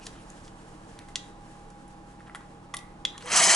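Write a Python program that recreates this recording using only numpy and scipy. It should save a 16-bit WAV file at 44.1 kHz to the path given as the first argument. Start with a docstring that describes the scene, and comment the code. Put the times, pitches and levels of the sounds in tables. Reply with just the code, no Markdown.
"""Appliance hum, a thin whine and room air come first, with soft handling scuffs.
A whisk ticks against a steel bowl now and then: noise scrapes that ring clustered decaying sines.
Then a hand blender is switched on: shaft orders rise in pitch as the motor spins up, inside housing
noise, and the whisk rattles round the bowl as a hail of taps. Ticks and scuffs get a kitchen echo."""
import sys
import numpy as np
from scipy import signal
from scipy.fft import rfft, irfft
from scipy.io import wavfile
from scipy.ndimage import uniform_filter1d

SR = 44100
rng = np.random.default_rng(int(sys.argv[2]) if len(sys.argv) > 2 else 0)


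def generate_wav(sig):
    """Save sig (samples, or channels by samples) to the path in sys.argv[1] as 16-bit PCM at SR."""
    pcm = np.round(np.clip(np.atleast_2d(sig).T, -1, 1) * 32767).astype(np.int16)
    wavfile.write(sys.argv[1], SR, pcm)


N = 156555

# Room air spectrum, relative: freq_hz, density_db_per_hz
AIR_SPECTRUM = [(8.8, -42), (15, 1), (33, 2.5), (68, -6.5), (185, -9), (207, -8), (265, -7.5), (312, -3.5),
                (401, -15), (447, -7.5), (486, -10), (715, -13.5), (799, -7.5), (868, -10.5), (1110, -12.5),
                (1880, -24.5), (11000, -45), (14300, -71), (22000, -120)]
# Slow offset of the air level: time_s, offset_db
AIR_OFFSET = [(0, 1.5), (.5, 1), (1, 1), (2, -0.5), (3.55, 1)]
# Air, left against right: freq_hz, likeness_0_to_1
AIR_LIKENESS = [(30, 1), (130, 0.95), (270, 0.9), (600, 1), (1500, 0.39), (5000, 0.33), (11000, 0.47)]
# Air, left ahead of right: freq_hz, lead_rad
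AIR_LEAD = [(60, .05), (200, .4), (600, 1), (2150, 1.8), (5300, .9), (9000, 0), (11500, 0)]
# Air, left minus right: freq_hz, difference_db
AIR_LEFT_RIGHT = [(60, -1.5), (220, -0.5), (820, -2.5), (3050, -0.5), (11300, -1.2)]
# Faint hiss spectrum, relative: freq_hz, density_db_per_hz
HISS_SPECTRUM = [(710, 4), (1200, -38), (1330, -2), (1630, 9.5), (2170, -1), (3120, 0.5), (3650, -3),
                 (7520, -2), (11000, -6.5), (14300, -45), (22000, -120)]
# Faint hiss, course of its level before lift and patches: time_s, relative_db
HISS_COURSE = [(0.0, -60), (3.07, -70.5), (3.2, -61)]
# Fuzzy hum lines: freq_hz, level_db, width_hz
HUM_LINES = [(27.5, -71, 2.6), (323.5, -61.5, 8.1)]
# Appliance whine, mean of both channels: time_s, level_db
WHINE_LEVEL = [(0, -66), (.3, -64), (.6, -70), (1, -59), (1.1, -56.5), (1.6, -56), (2.2, -58), (2.5, -60),
               (2.9, -59), (3.3, -58)]
# Appliance whine: time_s, pitch_hz
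WHINE_PITCH = [(0, 816), (1.1, 818), (3.3, 820)]
# Appliance motor overtones: multiple, level_db
COMPRESSOR_OVERTONES = [(3, -63), (4, -59), (5, -58), (6, -66)]
# Kitchen echo decay: freq_hz, t60_s
KITCHEN_DECAY = [(250, 0.25), (1000, 0.55), (3500, 0.26), (8000, 0.29), (11000, 0.26)]
# Soft handling noises: start_s, length_s, level_db, centre_hz, width_hz (per resonator pass)
SCUFFS = [(0, 0.1, -54.5, 5560, 5270), (0, 0.056, -56, 2640, 710), (0.119, 0.12, -62, 2770, 1500),
          (.03, 0.15, -55, 400, 202), (0.149, 0.021, -55.5, 1250, 300), (0.185, .07, -67, 9300, 2000),
          (0.426, 0.066, -58, 5960, 6000), (.96, 0.089, -59, 1890, 1200), (2.185, 0.027, -61, 1489, 2000),
          (2.258, 0.036, -57, 1600, 2420), (2.364, 0.1, -63.5, 1760, 1200), (3.116, 0.07, -53, 1070, 252.7),
          (3.138, 0.038, -52.5, 1820, 200), (3.2, 0.16, -48, 484, 51)]
# Whisk touching the bowl: start_s, gain_db, colour_db at 1, 2, 3.5, 6.5 and 9.5 kHz (5 columns),
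# ring_db (re scrape), scrape_length_s, low_mode_db (re scrape)
TICKS = [(0.0574, -39, -18, -11, -15, -4, -7, -4, 0.0025, -25),
         (0.0666, -19.5, -12, -14.5, -11, -12.5, -18.5, -15, 0.0028, -19),
         (0.3022, -26.5, -22, -36, -60, -1.5, -12, -12, 0.00045, -25),
         (0.4786, -35, -9, -6, -9, -12, -31, -20, 0.0025, -27),
         (0.99, -24.5, -15, -14, -13, -19, -17.5, -20, 0.0011, -22),
         (1.086, -36.5, -3, -6, -20, -18, -19, -5, 0.0042, -16),
         (1.1568, -8, -31, -15.5, -16, -15, -27.5, -2.5, 0.0029, -32),
         (1.702, -41, 2, -8, -21, -8, -17, -13, 0.0031, -25),
         (1.8787, -50, -7, -12, -23, -10, -2.5, -7, 0.0033, -25),
         (2.2054, -34, -10, -8, -39, -38, -29, -5, 0.0034, -28),
         (2.2795, -37.5, 3, 0, -25, -29, -22, -14, 0.0025, -29),
         (2.2963, -39, 5, 3.5, -15, -36, -22, -9, 0.0023, -29),
         (2.3483, -29, 5, 0, -9, -25, -13, -10, 0.0024, -33),
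         (2.3549, -28.5, -6, -4, -21.5, -18.5, -14, -5.5, 0.0045, -32),
         (2.4076, -39.5, 9, -20, -20, -15, -24, -15, 0.0029, -25),
         (2.7396, -22, -2.5, 0, -18, -10, -27, 0, 0.0029, -19.5),
         (2.7432, -20.5, -44, 4, -10, -25, -5, -35, 0.0019, -26),
         (2.7677, -17, -42, -36, -6.5, -17, -11, -23, 0.0021, -25),
         (2.7886, -35, -35, -1, -9, -8, -33, -15, 0.0025, -10),
         (3.0511, -7, -25, -17.5, -8.5, -16.5, -29.5, -5, 0.0021, -25),
         (3.1789, -27, -8, -9, -8, -10, -13, -7.5, 0.0017, -25),
         (3.2076, -35, -9, -8, -8, -21, -18, -13, 0.0028, -25),
         (3.2234, -32.5, -7, -9, -8, -14, -21, -12, 0.0035, -28),
         (3.258, -31.5, 6, -18, -22, -17, -7, -2, 0.0028, -25),
         (3.3016, -22, -5, -5, -27, -22, -12, -3, 0.0032, -23),
         (3.3185, -10.5, -14, -3, -13, -8, -22, -25, 0.0016, -33)]
# Points of the tick colour, bass first: freq_hz
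TICK_BANDS_HZ = [300, 1000, 2000, 3500, 6500, 9500]
# Bowl mode clusters: nominal_hz, relative_db, t60_s
BOWL_MODES = [(1112, 1.5, 0.049), (1983, 9, 0.038), (3270, -11, 0.33), (3416, 17, 0.016), (3600, -21, 0.53),
              (3850, -15, 0.58), (5100, -4, 0.019), (5930, 5, 0.02), (7100, 4, 0.057)]
# Where the struck bowl speaks little: centre_hz, half_width_hz (1/e of the dip in dB), depth_db
BOWL_GAPS = [(2270, 260, -6.5)]
# Motor body gain: time_s, gain_db
MOTOR_GAIN = [(3.19, -44), (3.245, -56), (3.272, -38.5), (3.3, -34.5), (3.34, -24.5), (3.364, -24.5),
              (3.45, -24), (3.55, -23.5)]
# Motor orders: shaft_multiple, relative_db
SHAFT_ORDERS = [(1, -23), (1.8, -20.5), (4, -2.5), (5, -11.5), (6.2, -24), (11.8, -5), (16, -5)]
# Housing noise spectrum, relative: freq_hz, density_db_per_hz
HOUSING_SPECTRUM = [(59, -56), (100, -30), (199, -8.5), (299, -26), (349, -6.5), (456, -19.5), (764, -1.5),
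                    (852, -6.5), (966, 7), (1060, -1.5), (2150, -1), (2600, -3), (3020, -1.5), (3650, -20),
                    (4200, -7), (5460, -43), (9240, -120)]
# Housing resonances: freq_hz, width_hz, relative_db
HOUSING_RINGS = [(679, 75, 0), (1200, 140, -4), (1920, 180, -1), (3200, 65, -10)]
# Whisk rattle spectrum, relative: freq_hz, density_db_per_hz
RATTLE_SPECTRUM = [(1760, -47), (3000, -9), (3650, -10), (4180, -5), (5400, -2.5), (5820, -2.5), (6220, 4),
                   (6710, -2), (7900, -1.5), (10600, -9.5), (14300, -22), (22000, -120)]
# Rattle resonances: freq_hz, width_hz, relative_db
RATTLE_RINGS = [(5130, 70, 2), (5450, 46, -3), (6170, 16, 4), (7700, 60, -8), (7700, 40, 5), (7860, 53, -2)]
# Rattle gain before the throb: time_s, gain_db
RATTLE_GAIN = [(3.19, -63), (3.25, -54), (3.29, -44.5), (3.33, -25.5), (3.37, -20), (3.55, -19)]
# Blender, left against right: freq_hz, likeness_0_to_1
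MOTOR_LIKENESS = [(60, 1), (170, 0.72), (490, 0.87), (1390, 1), (3960, 0.92), (11300, 0.82)]
# Blender, ticks and scuffs, left ahead of right: freq_hz, lead_rad
NEAR_LEAD = [(60, 0), (200, .3), (860, .8), (2100, .85), (4000, .6), (6000, .3), (11500, .3)]
# Blender, ticks and scuffs, left minus right: freq_hz, difference_db
NEAR_LEFT_RIGHT = [(60, 3), (170, 2), (490, -1.5), (1390, -2), (3960, 0.5), (11300, 0.0)]

AIR_BASE_DB, HISS_LIFT_DB, HISS_PATCH_DB = -50, 2.0, 1.8
COMPRESSOR_HZ, COMPRESSOR_WAVER = 37.66, 0.0046  # waver: rms fraction of pitch
ECHO_DB, EDGE_HZ = -10, 11050
TICK_SAMPLES, TICK_LEAD_SAMPLES = 16384, 256
TICK_BASS_DB, TAIL_PER_LENGTH = -25.5, 9.4  # scrape dies 60 dB in so many of its lengths
SPIKE_DB = 7  # extra burst at the scrape onset
PARTNERS, PARTNER_SPREAD = 32, .055  # sines per cluster, fraction of pitch
LOW_MODE_HZ, LOW_MODE_T60_S = 2063, 0.44
SWITCH_S, SPIN_UP_S, SHAFT_HZ = 3.2, .09, 200.2  # spin-up time constant, final shaft speed
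GEARING, WHISK_PEAK_S = 12.5, 3.44  # shaft turns per whisk turn, a peak of the single throb
ORDER_BLUR_HZ, ORDER_NOISE, ORDER_GROWTH = 32.5, 0.63, 4  # noise share 0-1, power of speed
THROB_DB, DOUBLE_THROB_DB, DOUBLE_PHASE_CYCLES = 1.5, 0.5, 0.017
TAPS_PER_S, PATCH_DB = 20000, 2.5


def gain_of(db):
    """dB to gain."""
    return 10 ** (np.asarray(db) / 20)


def evened(x):
    """Scales to rms 1."""
    return x / np.sqrt(np.mean(x ** 2) + 1e-20)


def smoothed(x, size, axis=-1):
    """Running mean along one axis."""
    return uniform_filter1d(x, size=size, axis=axis)


def read(points, hz):
    """Reads a table on a log-frequency axis."""
    f, value = np.transpose(points)
    return np.interp(np.log(hz + 1), np.log(f + 1), value)


def curve(rows):
    """Reads a time table at every sample."""
    times_s, values = np.transpose(rows)
    return np.interp(np.arange(N) / SR, times_s, values)


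def resonate(x, hz, width_hz):
    """A one-pole resonance of gain 1 in a frame that turns with hz."""
    turn = np.exp(2j * np.pi * np.cumsum(hz * np.ones(len(x))) / SR)
    pole = np.exp(-np.pi * width_hz / SR)
    slow = signal.lfilter([1 - pole], [1, -pole], x / turn + 1e-18)
    return 2 * (turn * slow).real


def colour(x, points, edge_db=-50):
    """Filters by a spectrum that falls by edge_db in the octave below its first point."""
    hz = np.fft.rfftfreq(len(x), 1 / SR)
    first_hz, first_db = points[0]
    ends = [(first_hz / 2, first_db + edge_db)] + list(points)
    return irfft(rfft(x) * gain_of(read(ends, hz)), len(x))


def ports(x, other, likeness, lead, left_right):
    """Spreads x over two microphones; its twin, other, sets how far right departs from left."""
    hz = np.fft.rfftfreq(N, 1 / SR)
    left, twin = rfft(x), rfft(other)
    same = np.clip(read(likeness, hz), 0, 1)
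    right = (same * left + np.sqrt(1 - same ** 2) * twin) * np.exp(-1j * read(lead, hz))
    half = gain_of(read(left_right, hz) / 2)
    return irfft(np.array([left * half, right / half]), N)


def room_tone():
    """Broad air noise, a faint patchy hiss, fuzzy hum lines and a thin whine."""
    pair = []
    patches = evened(smoothed(smoothed(rng.standard_normal(N), 1500), 1500))
    air_gain = gain_of(AIR_BASE_DB + curve(AIR_OFFSET))
    hiss_gain = gain_of(curve(HISS_COURSE) + HISS_LIFT_DB + HISS_PATCH_DB * patches)
    for _ in range(2):
        air = air_gain * evened(colour(rng.standard_normal(N), AIR_SPECTRUM))
        hiss = hiss_gain * evened(colour(rng.standard_normal(N), HISS_SPECTRUM))
        hum = sum(gain_of(db) * evened(resonate(rng.standard_normal(N), hz, width_hz))
                  for hz, db, width_hz in HUM_LINES)
        pair.append(air + hiss + hum)
    whine_phase = 2 * np.pi * np.cumsum(curve(WHINE_PITCH)) / SR
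    whine = np.sqrt(2) * gain_of(curve(WHINE_LEVEL)) * np.sin(whine_phase)
    noises = ports(*pair, AIR_LIKENESS, AIR_LEAD, AIR_LEFT_RIGHT)
    return noises + whine * gain_of([[-1.1], [1.1]])


def compressor():
    """Steady overtones of a slowly wavering appliance motor."""
    waver = evened(smoothed(smoothed(rng.standard_normal(N), 9000), 9000))
    turns = np.cumsum(COMPRESSOR_HZ * (1 + COMPRESSOR_WAVER * waver)) / SR
    return sum(np.sqrt(2) * gain_of(db) * np.sin(2 * np.pi * (k * turns + rng.random()))
               for k, db in COMPRESSOR_OVERTONES)


def kitchen(x):
    """Echo: sparse taps of random sign, each band dying at its own speed."""
    taps = np.zeros((2, SR // 2))
    slots = np.arange(200, SR // 2 - 20, 20)
    at = slots + rng.integers(0, 20, (2, len(slots)))
    np.put_along_axis(taps, at, rng.choice([-1., 1.], at.shape), 1)
    hz, t, z = signal.stft(taps, SR, nperseg=256)
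    decay = gain_of(-60 * t / read(KITCHEN_DECAY, hz)[:, None])
    tail = signal.istft(z * decay, SR, nperseg=256)[1]
    return signal.fftconvolve(x[None], tail / np.linalg.norm(tail[0]), axes=1)[:, :N]


def scuffs():
    """Short swells of grainy noise through two equal resonators."""
    out = np.zeros(N)
    for start_s, length_s, db, hz, width_hz in SCUFFS:
        size, at = round(length_s * SR), round(start_s * SR)
        noise, roughness = rng.standard_normal((2, size))
        grains = noise * gain_of(22.0 * smoothed(roughness, 60))
        band = resonate(resonate(grains, hz, width_hz), hz, width_hz)
        out[at:at + size] += gain_of(db) * evened(band) * np.sqrt(np.hanning(size))
    return out


def bowl_rings(t):
    """Mode clusters and lingering low mode, one row a touch; beating partners have random signs."""
    detune = 1 + PARTNER_SPREAD * rng.uniform(-0.91, 1, (len(BOWL_MODES), PARTNERS, 1))
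    modes = np.concatenate([gain_of(db - 60 * t / t60_s) * np.sin(2 * np.pi * hz * d * t)
                            for (hz, db, t60_s), d in zip(BOWL_MODES, detune)])
    rings = rng.choice([-1., 1.], (len(TICKS), len(modes))) @ modes
    low_detune = 1 + PARTNER_SPREAD * rng.uniform(-1, 1, (PARTNERS, 1)) ** 3
    low = gain_of(-60 * t / LOW_MODE_T60_S) * np.sin(2 * np.pi * LOW_MODE_HZ * t * low_detune)
    lows = rng.choice([-1., 1.], (len(TICKS), PARTNERS)) @ low
    return rings, lows


def ticks():
    """Each touch is a short scrape of noise with its own colour that also rings the bowl."""
    out, t = np.zeros(N + TICK_SAMPLES), np.arange(TICK_SAMPLES) / SR
    draws = rng.standard_normal((len(TICKS), TICK_SAMPLES))
    rings, lows = bowl_rings(t)
    hz = np.fft.rfftfreq(TICK_SAMPLES, 1 / SR)
    gaps = gain_of(sum(db * np.exp(-((hz - centre_hz) / width_hz) ** 2)
                       for centre_hz, width_hz, db in BOWL_GAPS))
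    onset = np.clip(t * SR / 8 - 31, 0, 1)  # mutes filter spill ahead of the touch
    spike = 1 + gain_of(SPIKE_DB) * np.exp(-t / 0.00046)
    for row, noise, ring, low in zip(TICKS, draws, rings, lows):
        start_s, db, *bands_db, ring_db, length_s, low_db = row
        fall_db = -60 * np.maximum(t / length_s - 1, 0) / TAIL_PER_LENGTH
        scrape = noise * np.minimum(t / 0.00049, 1) * gain_of(fall_db) * spike
        ringing = ring * gain_of(ring_db) / np.linalg.norm(ring)
        ringing = ringing + low * gain_of(low_db) / np.linalg.norm(low)
        touch = scrape + ringing * np.linalg.norm(scrape)
        late = irfft(rfft(np.roll(touch, TICK_LEAD_SAMPLES)) * gaps)
        sound = colour(late, list(zip(TICK_BANDS_HZ, [TICK_BASS_DB] + bands_db))) * onset
        at = round(start_s * SR) - TICK_LEAD_SAMPLES
        out[at:at + TICK_SAMPLES] += gain_of(db) * sound
    return out[:N]


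def tap_hail(rings, spectrum, ring_db):
    """A dense, uneven hail of small taps through a broad colour and a few narrow rings."""
    taps = rng.standard_normal(N) * (rng.random(N) < TAPS_PER_S / SR)
    z = signal.stft(taps, nperseg=256)[2]
    # loud and soft patches in frequency and time
    patches = evened(smoothed(smoothed(rng.standard_normal(z.shape), 4, axis=0), 5, axis=1))
    taps = signal.istft(z * gain_of(PATCH_DB * patches), nperseg=256)[1][:N]
    rung = sum(gain_of(db) * evened(resonate(taps, hz, width_hz)) for hz, width_hz, db in rings)
    return evened(evened(colour(taps, spectrum)) + gain_of(ring_db) * evened(rung))


def shaft_order(multiple, turns, shaft_hz):
    """One motor order: a sine locked to the shaft plus a noise band that follows it."""
    tone = np.sqrt(2) * np.sin(2 * np.pi * (multiple * turns + rng.random()))
    blur = evened(resonate(rng.standard_normal(N), multiple * shaft_hz, ORDER_BLUR_HZ))
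    return (1 - ORDER_NOISE) * tone + ORDER_NOISE * blur


def blender():
    """The shaft spins up; its orders sing in housing noise; the rattle throbs with the whisk turn."""
    since_s = np.maximum(np.arange(N) / SR - SWITCH_S, 0)
    shaft_hz = SHAFT_HZ * (1 - np.exp(-since_s / SPIN_UP_S))
    turns = np.cumsum(shaft_hz) / SR
    whisk_rad = 2 * np.pi * (turns - turns[round(WHISK_PEAK_S * SR)]) / GEARING
    throb_db = THROB_DB * np.cos(whisk_rad)
    throb_db += DOUBLE_THROB_DB * np.cos(2 * whisk_rad + 2 * np.pi * DOUBLE_PHASE_CYCLES)
    on = np.minimum(since_s / 0.018, 1)
    pair = []
    for _ in range(2):
        orders = sum(gain_of(db) * shaft_order(k, turns, shaft_hz) for k, db in SHAFT_ORDERS)
        orders = orders * (shaft_hz / SHAFT_HZ) ** ORDER_GROWTH
        housing = tap_hail(HOUSING_RINGS, HOUSING_SPECTRUM, ring_db=-8)
        body = gain_of(curve(MOTOR_GAIN)) * (housing + orders)
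        rattle = tap_hail(RATTLE_RINGS, RATTLE_SPECTRUM, ring_db=-9.5)
        pair.append(on * (body + gain_of(curve(RATTLE_GAIN) + throb_db) * rattle))
    return ports(*pair, MOTOR_LIKENESS, NEAR_LEAD, NEAR_LEFT_RIGHT)


def scene():
    """Room tone, appliance motor, ticks and scuffs with their echo, and the blender."""
    near = scuffs() + ticks()
    direct = ports(near, near, [(60, 1), (11000, 1)], NEAR_LEAD, NEAR_LEFT_RIGHT)
    echo = gain_of(ECHO_DB) * kitchen(near)
    return room_tone() + compressor() + echo + direct + blender()


def record(dry):
    """Low-pass band limit at EDGE_HZ."""
    taps = signal.firwin(1023, EDGE_HZ, window=("kaiser", 9), fs=SR)
    return signal.oaconvolve(dry, taps[None], "same")


dry = scene()
out = record(dry)
generate_wav(out)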